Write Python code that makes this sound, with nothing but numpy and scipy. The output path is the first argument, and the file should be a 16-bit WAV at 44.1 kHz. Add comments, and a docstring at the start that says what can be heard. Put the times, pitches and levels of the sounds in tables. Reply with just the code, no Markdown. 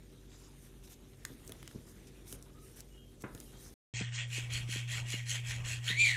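"""Indoors, two places with a short silence between. Over a bed a small parrot swings on a stick: feathers sweep
the cloth as filtered noise over a soft hiss, beak and claws tick on resonant wood, its body bumps the mattress,
a fan drones. On a carpet a motor toy flaps five times a second over a mains hum, with noisy gears and a thumping
tail, until the parrot squawks at it, a gliding tone chopped by a slower one. One microphone, both channels alike."""
import sys
import numpy as np
from scipy import signal
from scipy.fft import rfft, irfft, next_fast_len
from scipy.io import wavfile
from scipy.ndimage import uniform_filter1d, map_coordinates

SR = 44100
rng = np.random.default_rng(int(sys.argv[2]) if len(sys.argv) > 2 else 0)


def output_pcm(signal):
    """Save a mono or channel-first signal as 16-bit PCM at the path in sys.argv[1].

    Samples are clipped to [-1, 1] before scaling.
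    """
    pcm = np.clip(np.atleast_2d(signal).T, -1, 1) * 32767
    wavfile.write(sys.argv[1], SR, np.round(pcm).astype(np.int16))


def decibels_to_gain(level_db):
    """Convert a level in decibels to a linear amplitude gain (20 dB per decade)."""
    exponent = np.asarray(level_db, float) / 20
    return 10 ** exponent


N = 271656  # length [samples]


def unit(x):
    """Scaled to rms 1."""
    return x / np.sqrt(np.mean(x ** 2) + 1e-20)


def curves(rows):
    """One value per sample for each column after the time."""
    s, *cols = np.transpose(rows)
    return [np.interp(np.arange(N) / SR, s, c) for c in cols]


def wobble(rate):
    """A smooth random curve, rate knots a second."""
    knots = rng.standard_normal(int(N * rate / SR) + 4)
    return map_coordinates(knots, [np.arange(N) * rate / SR])


def filtered(x, response):
    """x times a complex response of frequency."""
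    m = next_fast_len(N + 8192)
    return irfft(rfft(x, m) * response(np.fft.rfftfreq(m, 1 / SR)), m)[..., :N]


def colour(points):
    """Gain through (frequency [Hz], gain [dB]) points on a log axis, closed outside."""
    f, db = np.transpose(points)
    return lambda hz: decibels_to_gain(np.interp(np.log(hz + 1), np.log(f + 1), db, left=-120, right=-120))


def modes(rows):
    """Causal response of (frequency [Hz], width [Hz], gain [dB]) resonances, alternating in sign."""
    def response(f):
        total = 0
        for k, (centre, width, db) in enumerate(rows):
            damping = 1j * f * width
            total = total + (-1) ** k * decibels_to_gain(db) * damping / (centre * centre - f * f + damping)
        return total
    return response


def patchy(depth_db, across, along):
    """White noise with random patches of gain, across bins wide and along frames long."""
    z = signal.stft(rng.standard_normal(N), nperseg=512)[2]
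    field = uniform_filter1d(uniform_filter1d(rng.standard_normal(z.shape), across, 0), along, 1)
    return signal.istft(z * decibels_to_gain(depth_db * unit(field)), nperseg=512)[1][:N]


def bursts(times, dbs, t60s):
    """Dying noise at each time, its energy set by level and length."""
    out, t = np.zeros(N + SR), np.arange(SR // 4) / SR
    for s, db, t60 in zip(times, dbs, t60s):
        fade = decibels_to_gain(-60 * t / t60) * (1 - np.exp(-t / t60 / .03))
        grain = fade * rng.standard_normal(len(t))
        grain *= np.linalg.norm(fade) / np.linalg.norm(grain)
        out[round(s * SR):][:len(t)] += decibels_to_gain(db) * grain
    return out[:N]


def room(x, t60):
    """Diffuse answer of energy 1; the treble dies sooner."""
    hz, t, z = signal.stft(rng.standard_normal(SR // 2), SR, nperseg=256)
    fade = decibels_to_gain(-60 * t * (1 + hz[:, None] / 9000) / t60)
    tail = signal.istft(z * fade, SR, nperseg=256)[1]
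    return signal.fftconvolve(np.pad(x, (200, 0)), tail / np.linalg.norm(tail))[:N]


# Steady fan tones: (frequency [Hz], mean level [dB])
FAN_TONES = [(48.1, -59.5), (96, -69), (134, -64.5), (193, -74), (240.4, -68.5), (298, -73), (384.4, -71),
             (480.6, -78), (528.7, -84), (597, -82)]
# Colour of the low air: (frequency [Hz], gain [dB])
LOW_AIR_COLOUR = [(21, -29), (35, -1), (59, -3.5), (176, -7), (241, -9), (338, -6.5), (377, -9.5),
                  (432, -12), (900, -31.5), (1170, -53.5), (1980, -120)]
# Level of the low air and the bumps' rumble, before a constant gain: (time [s], level [dB])
LOW_AIR_LEVEL = [(0.0, -63), (0.21, -62.5), (1.09, -61.5), (1.47, -57.5), (3.21, -61.5), (3.41, -54),
                 (3.55, -59.5)]


def fan():
    """Slightly unsteady shaft and panel tones over low air noise, which also carries rumble of the bumps."""
    t = np.arange(N) / SR
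    tones = np.zeros(N)
    for hz, db in FAN_TONES:
        level = np.sqrt(2) * decibels_to_gain(db + 1.9 * wobble(8.2))
        tones += level * np.sin(2 * np.pi * hz * t + .5 * wobble(5.37))
    air = unit(filtered(patchy(1.2, across=3, along=8), colour(LOW_AIR_COLOUR)))
    gain_db = 0.5
    return tones + decibels_to_gain(curves(LOW_AIR_LEVEL)[0] + gain_db) * air


# Slowly varying background hiss with soft brushing, before the band shares:
# (time [s], level [dB], airy over dull [dB])
BACKGROUND_HISS = [(0.0, -68, -2.5), (0.33, -68, -6), (0.52, -65.5, -1), (1.02, -67.5, -1),
                   (1.56, -64, -2.5), (2.38, -66.5, -2), (2.81, -67, -4), (3.02, -69, 1), (3.27, -67, -3),
                   (3.4, -61.5, 7), (3.55, -62, 0)]
# Quick feather sweeps: (time [s], length [s], dull level [dB], bright level [dB], airy level [dB])
FEATHER_SWEEPS = [(0.284, 0.23, -71, -66.5, -76), (1.57, 0.21, -70.5, -71, -75),
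                  (0.61, 0.085, -77, -71, -66), (0.832, 0.036, -65.5, -65, -62),
                  (0.87, 0.018, -63.5, -63, -67), (0.889, 0.06, -63.5, -61, -62.5),
                  (1.256, 0.1, -66.5, -76, -66), (1.438, 0.073, -74, -68, -63),
                  (1.865, 0.063, -73, -67, -66), (2.066, 0.027, -66, -64.5, -65),
                  (2.255, 0.11, -66, -62.5, -56), (2.587, 0.18, -87, -73, -65.5),
                  (2.756, 0.061, -67, -62, -58), (3.201, 0.033, -69, -64, -67),
                  (3.398, 0.055, -70, -80, -77), (3.561, 0.15, -69, -61.5, -64)]
# Colours of the three bands: (frequency [Hz], gain [dB])
DULL_COLOUR = [(450, -21), (700, -0.5), (2800, -2.5), (3800, -1.5), (5000, -14.5)]
BRIGHT_COLOUR = [(3800, -19), (5000, -10.5), (6500, -8), (7700, -11), (9000, -36)]
AIRY_COLOUR = [(7000, -24.5), (8500, -2.5), (12500, -7), (14000, -9), (15700, -25.5), (15800, -67.5)]


def cloth():
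    """Feathers sweep the cover, dull to airy, in crackling noise over a background hiss with soft brushing."""
    t = np.arange(N) / SR
    level_db, tilt_db = curves(BACKGROUND_HISS)
    dull_db, bright_db, airy_db = -4.5, -6.5, -4.5  # shares of the background level
    power = decibels_to_gain([level_db + dull_db - tilt_db / 2,
                 level_db + bright_db,
                 level_db + airy_db + tilt_db / 2]) ** 2
    for s, length, *db in FEATHER_SWEEPS:
        sweep = np.clip(np.minimum(t - s, s + length - t) / (0.29 * length), 0, 1)
        power += decibels_to_gain(np.c_[db]) ** 2 * sweep
    out = np.zeros(N)
    for band_power, band in zip(power, (DULL_COLOUR, BRIGHT_COLOUR, AIRY_COLOUR)):
        crackle = patchy(2.1, across=8, along=10) * decibels_to_gain(1.4 * wobble(400) + 1.0 * wobble(29.91))
        out += np.sqrt(band_power) * unit(filtered(crackle, colour(band)))
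    return out


# Beak and claws on wood, strength of each contact in four bands before the stick's resonances:
# (time [s], low level [dB], middle level [dB], high level [dB], top level [dB])
CONTACTS = [(1.251, -34.5, -39.5, -37, -56), (1.477, -65, -58, -45, -56), (1.494, -54, -55, -53, -52),
            (1.5208, -46.5, -47, -50, -44.5), (1.6287, -44, -65, -59, -55),
            (1.6767, -43.5, -46, -46.5, -64), (1.712, -47.5, -71, -67, -63),
            (2.3262, -50, -45.5, -45, -43.5), (2.4255, -67, -66, -50.5, -64), (2.8053, -55, -60, -47, -51),
            (3.2215, -65, -61.5, -51, -56), (3.3491, -59, -56, -49.5, -54.5), (3.377, -60, -56, -63.5, -62),
            (3.402, -60, -57, -45.5, -50.5), (3.411, -60, -51, -61, -65)]
# Low, middle, high and top resonance, each passed twice: (frequency [Hz], width [Hz], gain per pass [dB])
STICK_MODES = [(1600, 2340, 6), (3370, 2100, 7.5), (6600, 4700, 7), (10300, 4000, 7)]


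def ticks():
    """Each contact, one sharp snap and a brief scratch, excites the resonances of the stick in its own shares."""
    s, *levels = np.transpose(CONTACTS)
    dry = np.zeros(N)
    for db, mode in zip(levels, STICK_MODES):
        scratch = bursts(s, db, np.full(len(s), .009))
        snap = 3 * np.bincount((s * SR).astype(int), decibels_to_gain(db), N)
        dry += filtered(scratch + snap, lambda hz: modes([mode])(hz) ** 2)
    return dry + decibels_to_gain(-14.0) * room(dry, 0.39)


# Body on the mattress, levels before the filters:
# (time [s], boom level [dB], slap level [dB], t60 [s], hardness [Hz])
BODY_BLOWS = [(1.301, -43, -73, 0.24, 500), (1.494, -41, -57, 0.2, 600), (1.747, -37, -80, 0.061, 345),
              (1.756, -31.5, -82, .07, 278), (1.78, -36, -80, 0.1, 160), (2.329, -41, -60, 0.25, 600),
              (3.238, -34.5, -34.5, 0.044, 700), (3.248, -35, -61, 0.15, 500),
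              (3.347, -39.5, -52.5, 0.11, 500)]
# Mattress resonances: (frequency [Hz], width [Hz], gain [dB])
MATTRESS_MODES = [(120, 41, 15), (246, 47, 17.5), (400, 190, 14)]


def bumps():
    """Each blow pushes the mattress once and leaves it rumbling, duller when soft; hard ones slap the cover too."""
    boom = np.zeros(N)
    for s, db, _, t60, hard_hz in BODY_BLOWS:
        kick = 22 * decibels_to_gain(db) * (np.arange(N) == round(s * SR))
        push = bursts([s], [db], [t60]) + kick
        boom += filtered(push, lambda hz: modes(MATTRESS_MODES)(hz) / (1 + 1j * hz / hard_hz) ** 3)
    s, _, slap_db, t60, _ = np.transpose(BODY_BLOWS)
    cover = modes([(1700, 2600, 8)])
    slap = filtered(bursts(s, slap_db, t60), lambda hz: cover(hz) / (1 + (hz / 2500) ** 6))
    answer = filtered(room(slap, 0.34), lambda hz: 1 / (1 + 1j * hz / 1500))
    return boom + slap + decibels_to_gain(0.5) * answer


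# Faint far tones, levels relative: (time [s], length [s], frequency [Hz], level [dB])
FAR_TONES = [(2.54, .12, 1280, -64.5), (2.89, .17, 2880, -67), (2.93, .2, 3170, -70.5),
             (3.42, .1, 3120, -70), (3.45, .12, 2850, -72), (3.5, .12, 3200, -71)]


def peeps():
    """Faint breathy tones from farther off: a quick start, a wavering fade."""
    out, t = np.zeros(N), np.arange(N) / SR
    for s, length, hz, db in FAR_TONES:
        u = np.clip((t - s) / length, 0, 1)
        fade = np.minimum(u / 0.076, 1) * (1 - u) ** 0.77
        breathy = np.sin(2 * np.pi * hz * t + 1.4 * wobble(90)) * (1 + .5 * wobble(70))
        out += decibels_to_gain(db) * fade * breathy
    return .6 * out + room(out, .3)  # distant: more room than direct sound


# Colour of the low room rumble: (frequency [Hz], gain [dB])
RUMBLE_COLOUR = [(12, -63), (20, -14), (64, -12), (90, -12.5), (123, -12), (149, -16), (190, -25.5),
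                 (1300, -36.5), (1690, -83), (2860, -120)]
# Colour of the faint hiss: (frequency [Hz], gain [dB])
HISS_COLOUR = [(2060, -31), (3500, -15), (5550, -5), (7750, -6), (13200, -20), (14400, -17), (15800, -25)]


def hum():
    """An appliance hums at twice the mains rate over a low room rumble and a faint hiss."""
    hum_db, rumble_db, hiss_db = -41, -53.5, -66  # mean levels
    hiss = decibels_to_gain(hiss_db) * unit(filtered(patchy(1.5, across=8, along=10), colour(HISS_COLOUR)))
    phase = 2 * np.pi * 119.9 * np.arange(N) / SR + .06 * wobble(4.8)
    tone = np.sqrt(2) * decibels_to_gain(hum_db + .5 * wobble(5.2)) * np.sin(phase)
    rumble = unit(filtered(patchy(2.5, across=3, along=8), colour(RUMBLE_COLOUR)))
    return tone + hiss + decibels_to_gain(rumble_db + 2.8 * wobble(6)) * rumble


# Motor strokes, down and up in turn, before the load's fall: (start [s], grind level [dB], rasp level [dB])
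MOTOR_STROKES = [(3.918, -39, -46.5), (4.109, -41, -44.5), (4.288, -39, -46), (4.489, -41.5, -44.5),
                 (4.669, -39, -45.5), (4.869, -41, -44), (5.052, -39.5, -45.5), (5.252, -40.5, -41.5),
                 (5.432, -39.5, -46.5), (5.632, -41.5, -44), (5.82, -37, -45.5), (6.01, -38, -42.5),
                 (6.19, -41, -46)]
# Down stroke, load peaks as the tail lands: (share of the stroke [0-1], grind change [dB], rasp change [dB])
DOWN_LOAD = [(0, -17.5, -21.5), (.09, -10, -9), (.24, -7, 0.5), (.42, -0.5, 2.5), (.6, -6, -6),
             (.75, -10, -11.5), (.92, -14.5, -18.5)]
# Up stroke, an even pull: (share of the stroke [0-1], grind change [dB], rasp change [dB])
UP_LOAD = [(0, -18.5, -28.5), (.08, -8.5, -13.5), (.27, -1.5, 1), (.42, -0.5, -0.5), (.58, -1, -3.5),
           (.78, -7, -11.5), (.93, -15.5, -22.5)]
# Plastic casing resonances: (frequency [Hz], width [Hz], gain [dB])
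CASING_MODES = [(830, 2140, -15), (1587, 200, -7), (1888, 100, -2.5), (2250, 170, -0.5), (2584, 203, -2),
                (2867, 101, 0.5), (3226, 153, -1)]
# Colour of the gears' rasp: (frequency [Hz], gain [dB])
GEAR_COLOUR = [(3650, -28), (3900, -3.5), (4240, 0), (4500, -6), (4800, -8.5), (5300, -7), (6100, -4),
               (7100, -1.5), (8400, -7), (8800, -18), (10000, -9), (12000, -18.5), (15700, -30.5),
               (15800, -64)]
# Tail on the carpet, level before the carpet's filters: (time [s], level [dB], t60 [s])
TAIL_THUMPS = [(4.004, -31, 0.078), (4.376, -37, 0.051), (4.684, -40.5, 0.027), (4.754, -37, 0.032),
               (5.134, -37, 0.071), (5.897, -35.5, 0.071)]
# Carpet resonances: (frequency [Hz], width [Hz], gain [dB])
CARPET_MODES = [(70, 37, 17.5), (182, 32, 22.5), (297, 83, 16), (460, 145, 10)]
# Gears take up their play, level before the filter: (time [s], level [dB])
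GEAR_CLACKS = [(4.119, -52), (4.1456, -34), (4.503, -42), (4.8772, -38.5), (5.0594, -44), (5.2583, -42),
               (5.6466, -35), (5.8414, -34)]


def toy():
    """Gear teeth chatter unevenly in the plastic casing on every stroke; the load throbs once a shaft turn."""
    load = []
    for k, ((s, db, high_db), (end, *_)) in enumerate(zip(MOTOR_STROKES, MOTOR_STROKES[1:])):
        for share, fall_db, high_fall_db in (DOWN_LOAD, UP_LOAD)[k % 2]:
            load.append((s + share * (end - s), db + fall_db, high_db + high_fall_db))
    grind_db, rasp_db = curves(sorted(load))
    shaft = np.cumsum(100 + 15 * wobble(6.8)) / SR  # turns
    throb = 1 + .22 * np.sin(2 * np.pi * shaft)

    def teeth():
        """Uneven chatter noise, throbbing with the shaft."""
        return patchy(2.6, across=5, along=9) * decibels_to_gain(1.5 * wobble(900) + 1.3 * wobble(45)) * throb

    grind_colour = colour([(500, -7.5), (1300, -6.0), (1500, -0.5), (3400, -1), (3600, 2.0), (5000, -30)])
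    grind = filtered(filtered(teeth(), modes(CASING_MODES)), grind_colour)
    rasp = filtered(teeth(), colour(GEAR_COLOUR))
    gears = decibels_to_gain(grind_db) * unit(grind) + decibels_to_gain(rasp_db) * unit(rasp)

    s, db, t60 = np.transpose(TAIL_THUMPS)
    kick = 12 * np.bincount((s * SR).astype(int) + 200, decibels_to_gain(db), N)  # 200 samples after the noise starts
    blow = filtered(0.66 * bursts(s, db, t60) + kick, modes(CARPET_MODES))
    thump = filtered(blow, modes([(220, 480, 0.0041)]))

    s, db = np.transpose(GEAR_CLACKS)
    clack = filtered(bursts(s, db, np.full(len(s), .03)), modes([(2720, 1300, 0), (6800, 1400, 0.0046)]))
    return gears + thump + clack


# A rising chirp, then the arched cry, before roughness: (time [s], pitch [Hz], tone level [dB])
CRY = [(5.85, 1450, -61), (5.895, 1718, -52), (5.91, 1910, -36.5), (5.95, 2063, -46), (5.98, 2293, -35.5),
       (6.008, 2380, -23.5), (6.035, 2395, -24.5), (6.055, 2250, -32), (6.08, 2220, -31.5),
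       (6.12, 1970, -38.5), (6.16, 1764, -41.5)]
# Octave and breath of the cry: (time [s], octave level [dB], hoarse level [dB])
CRY_VOICE = [(5.85, -77, -66), (5.877, -52, -50), (5.881, -35.5, -46), (5.915, -41.5, -48),
             (5.95, -66, -61), (6.0, -52, -38), (6.043, -55, -40), (6.057, -42, -40), (6.1, -60, -38),
             (6.16, -57, -55)]
# Roughness of the cry: (time [s], roughness [0-1])
CRY_ROUGHNESS = [(5.85, .85), (5.93, .7), (5.97, .3), (6.0, .1), (6.04, .15), (6.056, .5), (6.1, .8),
                 (6.16, .55)]
# Colour of the hoarse air: (frequency [Hz], gain [dB])
THROAT_COLOUR = [(1500, -40), (2400, -13.5), (3200, 7.5), (4500, 7.5), (5000, -34), (5500, -4), (7200, -1),
                 (8500, -0.5), (8800, -25), (10000, -5.5), (12000, -28), (15800, -20)]


def squawk():
    """A whistle-like membrane tone; a slower second vibration chops it, and hoarse air rides on the chop."""
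    pitch_hz, tone_db = curves(CRY)
    octave_db, hoarse_db = curves(CRY_VOICE)
    rough, = curves(CRY_ROUGHNESS)
    phase = 2 * np.pi * np.cumsum(pitch_hz * (1 + .065 * rough * wobble(400))) / SR
    flutter = 2 * np.pi * np.cumsum(230 - 170 * rough + 60 * rough * wobble(60)) / SR
    chop = 1 + np.clip(1.1 * rough, 0, .9) * np.sin(flutter) + .1 * wobble(150)

    third = 0.2 * (1 - rough) * np.sin(3 * phase + 1.5 * wobble(600))
    tone = decibels_to_gain(tone_db) * (np.sin(phase) + 0.21 * np.sin(phase + flutter) + third)
    octave = decibels_to_gain(octave_db) * np.sin(2 * phase + 1.2 * rough * wobble(500))

    breath = rng.standard_normal(N) * (1 + 0.33 * np.sin(flutter)) * decibels_to_gain(2.1 * wobble(250))
    air = filtered(breath, colour(THROAT_COLOUR))
    # a hoarse band 900 Hz to either side of 1.6 times the pitch, between tone and octave
    between = filtered(rng.standard_normal(N), lambda hz: hz < 900) * np.sin(1.6 * phase)
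    hoarse = unit(air) + decibels_to_gain(-6.5) * chop * unit(between)

    started = np.arange(N) > CRY[0][0] * SR
    dry = (np.sqrt(2) * chop * (tone + octave) + decibels_to_gain(hoarse_db) * hoarse) * started
    return dry + decibels_to_gain(-8.0) * room(dry, 0.37)


def scene():
    """The bed scene, silence, then the carpet scene, with the band above 8750 Hz missing until 4.279 s."""
    bed_end, carpet_start, band_missing_until = 3.741, 3.938, 4.279  # [s]
    t = np.arange(N) / SR
    bed = fan() + cloth() + ticks() + bumps() + peeps()
    bed = bed * np.clip((bed_end - t) / 0.002, 0, 1)
    carpet = hum() + toy() + squawk()
    high_band = filtered(carpet, lambda hz: hz > 8750)
    carpet = carpet - high_band * (t < band_missing_until)
    carpet = carpet * np.clip((t - carpet_start) / 0.00052, 0, 1)
    return np.array([bed + carpet] * 2)


def low_pass(x):
    """Removes everything above the highest recorded frequency."""
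    return signal.sosfilt(signal.butter(12, 16370, fs=SR, output="sos"), x)


def record(dry):
    """The finished mix of the one microphone, on both channels."""
    return low_pass(dry)


dry = scene()
out = record(dry)
output_pcm(out)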